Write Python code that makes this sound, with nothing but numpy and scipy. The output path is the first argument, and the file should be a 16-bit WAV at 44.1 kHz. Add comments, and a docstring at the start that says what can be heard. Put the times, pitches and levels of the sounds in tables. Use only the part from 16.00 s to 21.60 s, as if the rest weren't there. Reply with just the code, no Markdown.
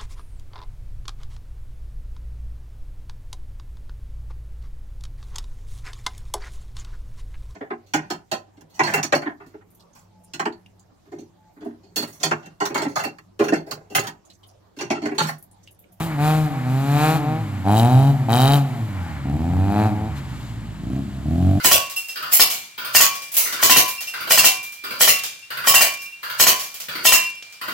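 """Wet parking lot: a rotary-engined car drifts round cones, the throttle stabbed and lifted again and again.
Each firing is a click that drives filters: boom in the muffler, bark in the tailpipe, rasping hiss under load.
Off throttle the clicks grow uneven in strength and timing, so the engine stumbles and burbles.
Filtered noise makes the tyre scrub and open air; a delayed, dulled copy is the warehouse echo."""
import sys
import numpy as np
from scipy import signal
from scipy.fft import rfft, irfft, next_fast_len
from scipy.io import wavfile
from scipy.ndimage import uniform_filter1d

SR = 44100
rng = np.random.default_rng(int(sys.argv[2]) if len(sys.argv) > 2 else 0)


def int16_out(signal):
    """Quantize to a 16-bit WAV file."""
    q = np.round(np.clip(np.atleast_2d(signal).T, -1, 1) * 32767)
    wavfile.write(sys.argv[1], SR, q.astype(np.int16))


N = 246959
TIME_S = np.arange(N) / SR
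PADDED = next_fast_len(N + SR // 2)
BINS_HZ = np.maximum(np.arange(PADDED // 2 + 1) * SR / PADDED, 1)


def from_db(db):
    """Decibels to amplitude gain."""
    return 10 ** (np.asarray(db) / 20)


def rms_one(x):
    """Scale to unit rms."""
    return x / np.sqrt(np.mean(x ** 2) + 1e-20)


def in_time(rows):
    """Interpolate each column of a time table to one value a sample."""
    s, *columns = np.transpose(rows)
    return [np.interp(TIME_S, s, column) for column in columns]


def over_hz(points):
    """Interpolate a frequency table, on a log axis, to every bin."""
    hz, value = np.transpose(points)
    return np.interp(np.log(BINS_HZ), np.log(hz), value)


def filtered(x, response):
    """Apply a frequency response."""
    return irfft(rfft(x, PADDED) * response, PADDED)[..., :N]


def body(x, colour):
    """Minimum-phase filter: it rings only after it is struck."""
    cepstrum = irfft(np.log(from_db(over_hz(colour))), PADDED)
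    # fold the cepstrum onto positive time
    cepstrum[1:PADDED // 2] *= 2
    cepstrum[PADDED // 2 + 1:] = 0
    return filtered(x, np.exp(rfft(cepstrum)))


def resonate(x, modes):
    """Parallel resonances, each with a centre, a width and a level."""
    response = sum(
        from_db(db) / (1 + 1j * (BINS_HZ - hz ** 2 / BINS_HZ) / width_hz)
        for hz, width_hz, db in modes)
    return filtered(x, response)


def ahead(x, lead_s):
    """Advance in time: the slow swell of a pulse starts before its sharp front."""
    return filtered(x, np.exp(2j * np.pi * BINS_HZ * lead_s))


def evened(x, size=2200):
    """Unit level over a few firings; single pulses keep their differences."""
    power = np.mean(np.atleast_2d(x) ** 2, axis=0)
    power = uniform_filter1d(uniform_filter1d(power, size), size)
    return x / np.sqrt(np.abs(power) + 1e-12)


def drift(knots_per_s):
    """Slow random curve of unit rms, linear between random knots."""
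    knots = rng.standard_normal(4000)
    return rms_one(np.interp(TIME_S * knots_per_s, np.arange(len(knots)), knots))


def swell(at_s, half_width_s):
    """Gaussian bump of height 1."""
    return np.exp(-((TIME_S - at_s) / half_width_s) ** 2)


# likeness of left and right noise: f/Hz, likeness/0-1
STEREO_LIKENESS = [(60, 0.61), (400, 0.99), (1000, 0.73), (3000, 1), (14000, 0.13)]


def diffuse_noise():
    """Stereo noise whose left-right likeness varies with frequency."""
    mid, side = rng.standard_normal((2, N))
    alike = np.clip(over_hz(STEREO_LIKENESS), 0, 1)
    return filtered(mid, np.sqrt(1 + alike)) + filtered(side, np.sqrt(1 - alike)) * [[1], [-1]]


# open-air spectrum: f/Hz, relative level/dB
AIR_COLOUR = [(20, -4), (45, -15), (100, 5), (230, 7.5), (470, -17), (850, -12.5), (2000, -17), (3800, -26),
              (6100, -41), (7400, -27.5), (12400, -46), (15800, -40)]


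def open_air(level_db):
    """Steady broadband noise of the open air, strongest in the bass."""
    return from_db(level_db) * rms_one(body(diffuse_noise(), AIR_COLOUR))


# warehouse echo, strong while the tailpipe points at it: t/s, delay/s, level before dulling/dB
WALL_ECHO = [(0, .27, -21), (.7, .26, -18.5), (1.15, 0.25, -9.5), (1.5, .25, -14), (2.8, .27, -27),
             (3.5, .23, -12), (4.1, 0.22, -16), (5.6, 0.22, -16)]


def parking_lot(x, scatter_db, t60_s, onset_s):
    """One dull echo from the warehouse, and a faint scatter from parked cars and trees."""
    delay_s, wall_db = in_time(WALL_ECHO)
    dull = body(x, [(100, 6.5), (800, 4), (1500, -2), (4000, -4), (12000, -29)])  # f/Hz, gain/dB
    delayed = np.array([np.interp(TIME_S - delay_s, TIME_S, side, left=0) for side in dull])
    echo = from_db(wall_db) * delayed
    decay = from_db(-60 * TIME_S / t60_s)
    onset = 1 - np.exp(-(TIME_S / onset_s) ** 2)
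    tail = diffuse_noise() * decay * onset
    scatter = filtered(dull.mean(axis=0), rfft(rms_one(tail) / np.sqrt(N), PADDED))
    return echo + from_db(scatter_db) * scatter


# scrub spectrum: f/Hz, relative level/dB
SCRUB_COLOUR = [(260, -39.5), (450, -22), (585, -9), (634, -14.5), (715, -18), (824, -9), (1050, -9.5),
                (1490, -13), (2300, -13), (2570, -21.5), (5000, -35), (6500, -79), (11000, -120)]
# tread resonances: f/Hz, width/Hz, relative level/dB
TREAD_RESONANCES = [(829, 46.6, 0), (1480, 120, -7.5)]
# sliding off throttle: t/s, scrub level/dB
SLIDE_LEVEL = [(0, -35.5), (1.5, -42), (2.8, -43), (3.1, -41.5), (3.4, -45), (4.2, -43.5), (4.7, -53),
               (5.6, -56)]
SCRUB_DUCK_DB = 3  # at full throttle
SQUEAL_S, SQUEAL_HALF_WIDTH_S, SQUEAL_DB = 3.08, .11, -41


def tyres(throttle):
    """Rubber scrubs over wet asphalt, less under load; once the tread resonances almost sing."""
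    scrub = rms_one(body(diffuse_noise(), SCRUB_COLOUR)) * from_db(1.1 * drift(40))
    scrub_db = in_time(SLIDE_LEVEL)[0] - SCRUB_DUCK_DB * throttle
    tread = rms_one(resonate(diffuse_noise(), TREAD_RESONANCES))
    squeal = from_db(SQUEAL_DB) * swell(SQUEAL_S, SQUEAL_HALF_WIDTH_S) * tread
    return from_db(scrub_db) * scrub + squeal


def pressed(start_s, held_s, attack_s, release_s):
    """One stab, 0-1: linear rise, hold, exponential release."""
    rise = np.clip((TIME_S - start_s) / attack_s, 0, 1)
    return rise * np.exp(-np.maximum(TIME_S - start_s - held_s, 0) / release_s)


# throttle stabs: start t/s, held/s, attack/s, start rate/firings per s, end rate/firings per s,
# bow of the climb/firings per s, coasting time/s, hardest pull t/s, pull half-width/s,
# levels before layer trims: low boom/dB, upper boom/dB, bark/dB, pulse front/dB, hiss/dB,
# rasp/0-1, stumbling/0-1
THROTTLE_STABS = [ (-0.02, 0.09, .018, 161, 167, 0, .5, 0, .04, -24, -31, -32, -31, -35.5, .5, .35),
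                  (0.172, 0.288, .012, 142, 151.8, 8.1, .8, .283, .125, -15, -23.5, -24, -28, -39.5, .45, .015),
                  (0.62, 0.55, .05, 123.2, 162.8, -1, .2, 1.055, .135, -17, -20.6, -22.5, -23.5, -36.7, .1, .02),
                  (1.64, 0.46, .035, 93.4, 141.2, 4.6, .5, 1.74, .38, -11.5, -18, -20.7, -31.5, -39.3, .8, .02),
                  (2.281, 0.279, .006, 108.8, 144.7, 4.1, 1.5, 2.42, .45, -13.3, -20, -21.7, -26.5, -31.7, .95, .025),
                  (3.247, 0.633, .013, 64.8, 108.8, 5.2, .27, 3.81, .135, -16, -17.5, -23.7, -31.2, -48.5, .5, .035),
                  (4.78, 0.22, .09, 52, 69, 2, .3, 4.96, .07, -27, -22.8, -43.5, -49.5, -60, .1, 0),
                  (5.2, 0.42, .11, 66, 99.5, 6.5, .3, 5.5, .24, -16.3, -19.2, -34, -50, -54.9, .1, .1), ]
FLYWHEEL_S = .03  # rounds each change of speed


def engine_speed():
    """Firings per s: a bowed climb in each stab, then coasting to where the next one starts."""
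    rate = np.zeros(N)
    for stab, following in zip(THROTTLE_STABS, THROTTLE_STABS[1:] + [None]):
        start_s, held_s, _, low, high, bow, coast_s, *_ = stab
        u = np.clip((TIME_S - start_s) / held_s, 0, 1)
        speed = low + (high - low) * u + 4 * bow * u * (1 - u)
        if following:
            end_s = start_s + held_s
            next_start_s, next_low = following[0], following[3]
            fall = np.expm1(-np.maximum(TIME_S - end_s, 0) / coast_s)
            full_fall = np.expm1(-(next_start_s - end_s) / coast_s)
            speed = speed + (next_low - high) * fall / full_fall
        rate = np.where(TIME_S >= start_s, speed, rate)
    return uniform_filter1d(rate, max(int(FLYWHEEL_S * SR), 1))


STEADY_FIRINGS_PER_S, STUMBLE_PER_OCTAVE = 98, .58  # stumbling grows below this speed
STUMBLE_COASTING = .04  # least stumbling at closed throttle, 0-1


def engine_state(rate, release_s):
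    """Throttle, rasp share of the hiss, and stumbling, which grows at low speed; all 0-1."""
    gates = np.array([pressed(start_s, held_s, attack_s, release_s)
                      for start_s, held_s, attack_s, *_ in THROTTLE_STABS])
    throttle = np.minimum(gates.sum(axis=0), 1)
    rasp, stumble = np.array(THROTTLE_STABS)[:, -2:].T @ gates
    octaves_slow = np.maximum(np.log2(STEADY_FIRINGS_PER_S / rate), 0)
    stumble = stumble + STUMBLE_COASTING * (1 - throttle) + STUMBLE_PER_OCTAVE * octaves_slow
    return np.clip([throttle, rasp, stumble], 0, 1)


# throttle response per layer: coasting level at middle speed before layer trims/dB,
# coasting slope/dB per octave, load slope/dB per octave, swell towards the hardest pull/dB,
# extra build-up/s, release/s
LOW_BOOM_RESPONSE = (-26, 5.5, 10, 0, .026, .015)
UPPER_BOOM_RESPONSE = (-34.7, 11, -2.7, 8.5, 0, .064)
BARK_RESPONSE = (-49, 10, 0, 15.6, 0, .033)
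FRONT_RESPONSE = (-59.5, 8.4, 2.7, 17.3, .013, .035)
HISS_RESPONSE = (-55, 3.4, 4.8, 14.5, .045, .03)
MIDDLE_FIRINGS_PER_S = 100


def layer_gains(rate):
    """Exhaust layer gains: follow engine speed, jump with a stab, swell towards the hardest pull."""
    responses = (LOW_BOOM_RESPONSE, UPPER_BOOM_RESPONSE, BARK_RESPONSE, FRONT_RESPONSE, HISS_RESPONSE)
    gains = []
    for k, response in enumerate(responses):
        coast_db, coast_slope, load_slope, swell_db, build_up_s, release_s = response
        power = from_db(coast_db + coast_slope * np.log2(rate / MIDDLE_FIRINGS_PER_S)) ** 2
        for stab in THROTTLE_STABS:
            start_s, held_s, attack_s, _, top_rate, _, _, pull_s, width_s, *levels_db, _, _ = stab
            slack = 1 - 1 / (1 + ((TIME_S - pull_s) / width_s) ** 2)
            level_db = levels_db[k] + load_slope * np.log2(rate / top_rate) - swell_db * slack
            gate = pressed(start_s, held_s, attack_s + build_up_s, release_s)
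            power = power + (gate * from_db(level_db)) ** 2
        gains.append(np.sqrt(power))
    return gains


# brief dips of the deep note: t/s, depth/dB
DEEP_NOTE_DIPS = [(0.52, 15), (0.86, 9), (1.135, 8), (2.17, 11), (2.68, 9), (3.39, 11), (3.56, 6),
                  (3.74, 13), (3.94, 10)]
DIP_HALF_WIDTH_S = .022
WAVER_DB, WAVERS_PER_S = 1.1, 22
MUFFLER_RESONANCE_FIRINGS_PER_S, ABOVE_RESONANCE_DB_PER_OCTAVE = 138, -24


def deep_note_gain(rate):
    """The deep note wavers, dips briefly and fades as revs climb past the muffler's resonance."""
    dips_db = sum(depth_db * swell(s, DIP_HALF_WIDTH_S) for s, depth_db in DEEP_NOTE_DIPS)
    octaves_past = np.maximum(np.log2(rate / MUFFLER_RESONANCE_FIRINGS_PER_S), 0)
    past_resonance_db = ABOVE_RESONANCE_DB_PER_OCTAVE * octaves_past
    return from_db(past_resonance_db + WAVER_DB * drift(WAVERS_PER_S) - dips_db)


# brief swells of treble hiss: t/s, level before hiss trims/dB, half-width/s
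HISS_SWELLS = [(1.79, -39, .03), (4.18, -52, .02), (4.4, -59, .15)]


def hiss_swell_gain():
    """Extra hiss gain in short smooth bumps."""
    return sum(from_db(db) * swell(s, half_width_s) for s, db, half_width_s in HISS_SWELLS)


IMBALANCE_HOT, IMBALANCE_COOL = .04, .27  # alternate firings: strength 1 +/- this


def firings(rate, cool, stumble, firm_db, stumble_db, firm_jitter, stumble_jitter, wander):
    """One click a firing from two unequal rotors; stumbling makes strength and timing uneven."""
    imbalance = IMBALANCE_HOT + (IMBALANCE_COOL - IMBALANCE_HOT) * cool
    turns = np.cumsum(rate * (1 + wander * drift(35))) / SR
    number = np.arange(1, int(turns[-1]))
    place = np.interp(number, turns, np.arange(N))
    at = place.astype(int)
    chance = rng.standard_normal((len(at), 2))
    strength = from_db((firm_db + stumble_db * stumble[at]) * chance[:, 0])
    strength = strength * (1 + imbalance[at] * (-1) ** number)
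    jitter = (firm_jitter + stumble_jitter * stumble[at]) * chance[:, 1]  # in firing periods
    place = np.clip(place + jitter * SR / rate[at], 0, N - 2)
    # split each click between two samples
    at, late = place.astype(int), place % 1
    clicks = np.zeros(N)
    clicks[at] += strength * (1 - late)
    clicks[at + 1] += strength * late
    return clicks


def puffs(clicks, decay_s, spread_db):
    """Turbulent gas: noise gated by each pulse, dying exponentially."""
    uneven = clicks * from_db(spread_db * drift(130))
    gate = signal.lfilter([1], [1, -np.exp(-1 / (decay_s * SR))], uneven)
    return gate * diffuse_noise()


def tailpipe(x, pipe_hz, reflection):
    """Each pulse runs up and down the last length of pipe and comes out again, weaker."""
    round_trip = np.exp(-2j * np.pi * BINS_HZ / pipe_hz)
    return filtered(x, 1 / (1 - np.clip(reflection, 0, .8) * round_trip))


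# gas jet spectrum: f/Hz, relative level/dB
JET_COLOUR = [(1650, -38), (2800, 4.5), (3190, 4), (3430, 1.5), (4080, 1), (5820, -7.5), (7330, -1),
              (8600, -10), (9660, -5.5), (11500, -6), (12900, -6), (14900, -5.5), (15800, -21)]


def gas_jet(rate):
    """A steady rush of gas, brighter the faster the engine turns."""
    rush = rms_one(body(diffuse_noise(), JET_COLOUR))
    top = filtered(rush, 1 / (1 + (9500 / BINS_HZ) ** 6))
    return rush + top * ((rate / 102) ** 1.2 - 1)


# hiss burst spectrum: f/Hz, relative level/dB
BURST_COLOUR = [(700, 8), (2000, -4), (3500, -5), (4500, -24), (5800, -7), (7400, 2), (8800, -1),
                (10500, 4), (12000, 0), (14500, -1.5)]
# pipe cross modes: f/Hz, width/Hz, relative level/dB
PIPE_CROSS_MODES = [(2480, 350, -10), (3130, 240, 0), (3830, 300, 1)]


def exhaust_hiss(clicks, rate, rasp):
    """As rasp grows, the hiss turns into sharp bursts that set the pipe's cross modes ringing."""
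    spit = puffs(clicks, decay_s=.00035, spread_db=2.6)
    bursts = evened(body(tailpipe(spit, pipe_hz=750.5, reflection=.37), BURST_COLOUR))
    knocks = tailpipe(rms_one(clicks) + rms_one(spit), pipe_hz=760, reflection=.4)
    ringing = evened(resonate(knocks, PIPE_CROSS_MODES))
    jet = np.sqrt(1 - rasp ** 2) * from_db(4.0) * gas_jet(rate)
    return jet + rasp * from_db(3.5) * bursts + rasp ** 2 * from_db(5.5) * ringing


# hot tailpipe, cooled tailpipe, pulse front: f/Hz, relative level/dB
HOT_PIPE_COLOUR = [(40, -62), (100, -24), (300, -1), (480, -11), (620, -1.5), (760, 7), (900, -0.5),
                   (1050, -8), (1400, -25), (2500, -40), (6000, -58)]
COOL_PIPE_COLOUR = [(40, -69), (450, -31), (580, -2.5), (700, 6), (800, -3), (950, -23), (2500, -38),
                    (6000, -57)]
FRONT_COLOUR = [(40, -38), (200, -1.5), (450, 4.5), (700, -3.5), (1150, 5), (1700, -1), (2100, -5),
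                (2500, 0), (3000, -19), (4000, -8.5), (6000, -38.5), (12000, -49)]


def tailpipe_bark(clicks, gas, stumble, cool, bark_gain, front_gain):
    """Pulses bark in the tailpipe and steepen into a brassy buzz; stumbling makes them hoarse."""
    pulses = rms_one(clicks) + (.25 + 2.0 * stumble) * rms_one(gas)
    hot_bark = ahead(body(tailpipe(pulses, pipe_hz=790, reflection=.2), HOT_PIPE_COLOUR), lead_s=.0002)
    cool_bark = body(pulses, COOL_PIPE_COLOUR)
    bark = (1 - cool) * evened(hot_bark) + cool * evened(cool_bark)
    # turbulence tears at the steep front, more at higher partials
    eddies = filtered(diffuse_noise(), 1 / np.sqrt(1 + (1400 / BINS_HZ) ** 4))
    torn = pulses + .65 * rms_one(eddies)
    return bark_gain * bark + front_gain * evened(body(torn, FRONT_COLOUR))


# muffler: f/Hz, relative level/dB
MUFFLER_COLOUR = [(30, -31), (60, 3.5), (90, 4.5), (130, 8), (165, 0.5), (215, -3.5), (270, -1.5),
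                  (315, -5.5), (370, -20), (480, -31), (650, -32), (1500, -55.5)]


def muffler_boom(clicks, gas, stumble, low_gain, upper_gain, split_hz):
    """The deep note; its upper part swells as the car's tail swings round, stumbling adds a burble."""
    note = ahead(body(clicks, MUFFLER_COLOUR), lead_s=.0012)
    burble = (.03 + .5 * stumble) * evened(body(gas, MUFFLER_COLOUR))
    boom = evened(note) + burble
    low = filtered(boom, 1 / (1 + (BINS_HZ / split_hz) ** 10))
    return from_db(-3.0) * (low_gain * evened(low) + upper_gain * evened(boom - low))


COOLS_FROM_S, COOLS_OVER_S = 4.2, .6  # exhaust gas cools at idle, which lowers the bark


def rotary_car(rate, rasp, stumble):
    """The firing clicks drive the boom, bark and hiss of the exhaust."""
    low_gain, upper_gain, bark_gain, front_gain, hiss_gain = layer_gains(rate)
    low_gain = low_gain * deep_note_gain(rate)
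    hiss_gain = hiss_gain + hiss_swell_gain()
    cool = np.clip((TIME_S - COOLS_FROM_S) / COOLS_OVER_S, 0, 1)
    clicks = firings(rate, cool, stumble, firm_db=.4, stumble_db=4.5,
                     firm_jitter=.001, stumble_jitter=.05, wander=.0015)
    gas = puffs(clicks, decay_s=.003, spread_db=2.0)
    boom = muffler_boom(clicks, gas, stumble, low_gain, upper_gain, split_hz=164.4)
    bark = tailpipe_bark(clicks, gas, stumble, cool, bark_gain, front_gain)
    return boom + bark + hiss_gain * exhaust_hiss(clicks, rate, rasp)


def scene():
    """The car, its tyres, its echoes and the open air."""
    rate = engine_speed()
    throttle, rasp, stumble = engine_state(rate, release_s=.06)
    car = rotary_car(rate, rasp, stumble)
    echoes = parking_lot(car, scatter_db=-15, t60_s=.6, onset_s=.025)
    return open_air(level_db=-38) + echoes + tyres(throttle) + car


# microphone ports: f/Hz, left minus right/dB
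PORT_BALANCE_DB = [(60, -3.5), (110, 0), (200, 0), (380, 2.5), (700, 1), (1290, 4.5), (2380, -2.5),
                   (4400, 5.5), (8120, 6), (15000, -5)]
# microphone ports: f/Hz, left lead/rad
PORT_LEAD_RAD = [(60, 0), (1000, -0.61), (2200, -1.24), (4000, -1.45), (8000, -1.54), (14000, -1.5)]
CUTOFF_HZ = 15750


def record(dry):
    """Two microphone ports differ in level and phase over frequency; a steep low-pass cuts the top."""
    half = np.array([[1], [-1]]) / 2
    ports = from_db(half * over_hz(PORT_BALANCE_DB)) * np.exp(1j * half * over_hz(PORT_LEAD_RAD))
    return filtered(dry, ports / np.sqrt(1 + (BINS_HZ / CUTOFF_HZ) ** 200))


dry = scene()
out = record(dry)
int16_out(out)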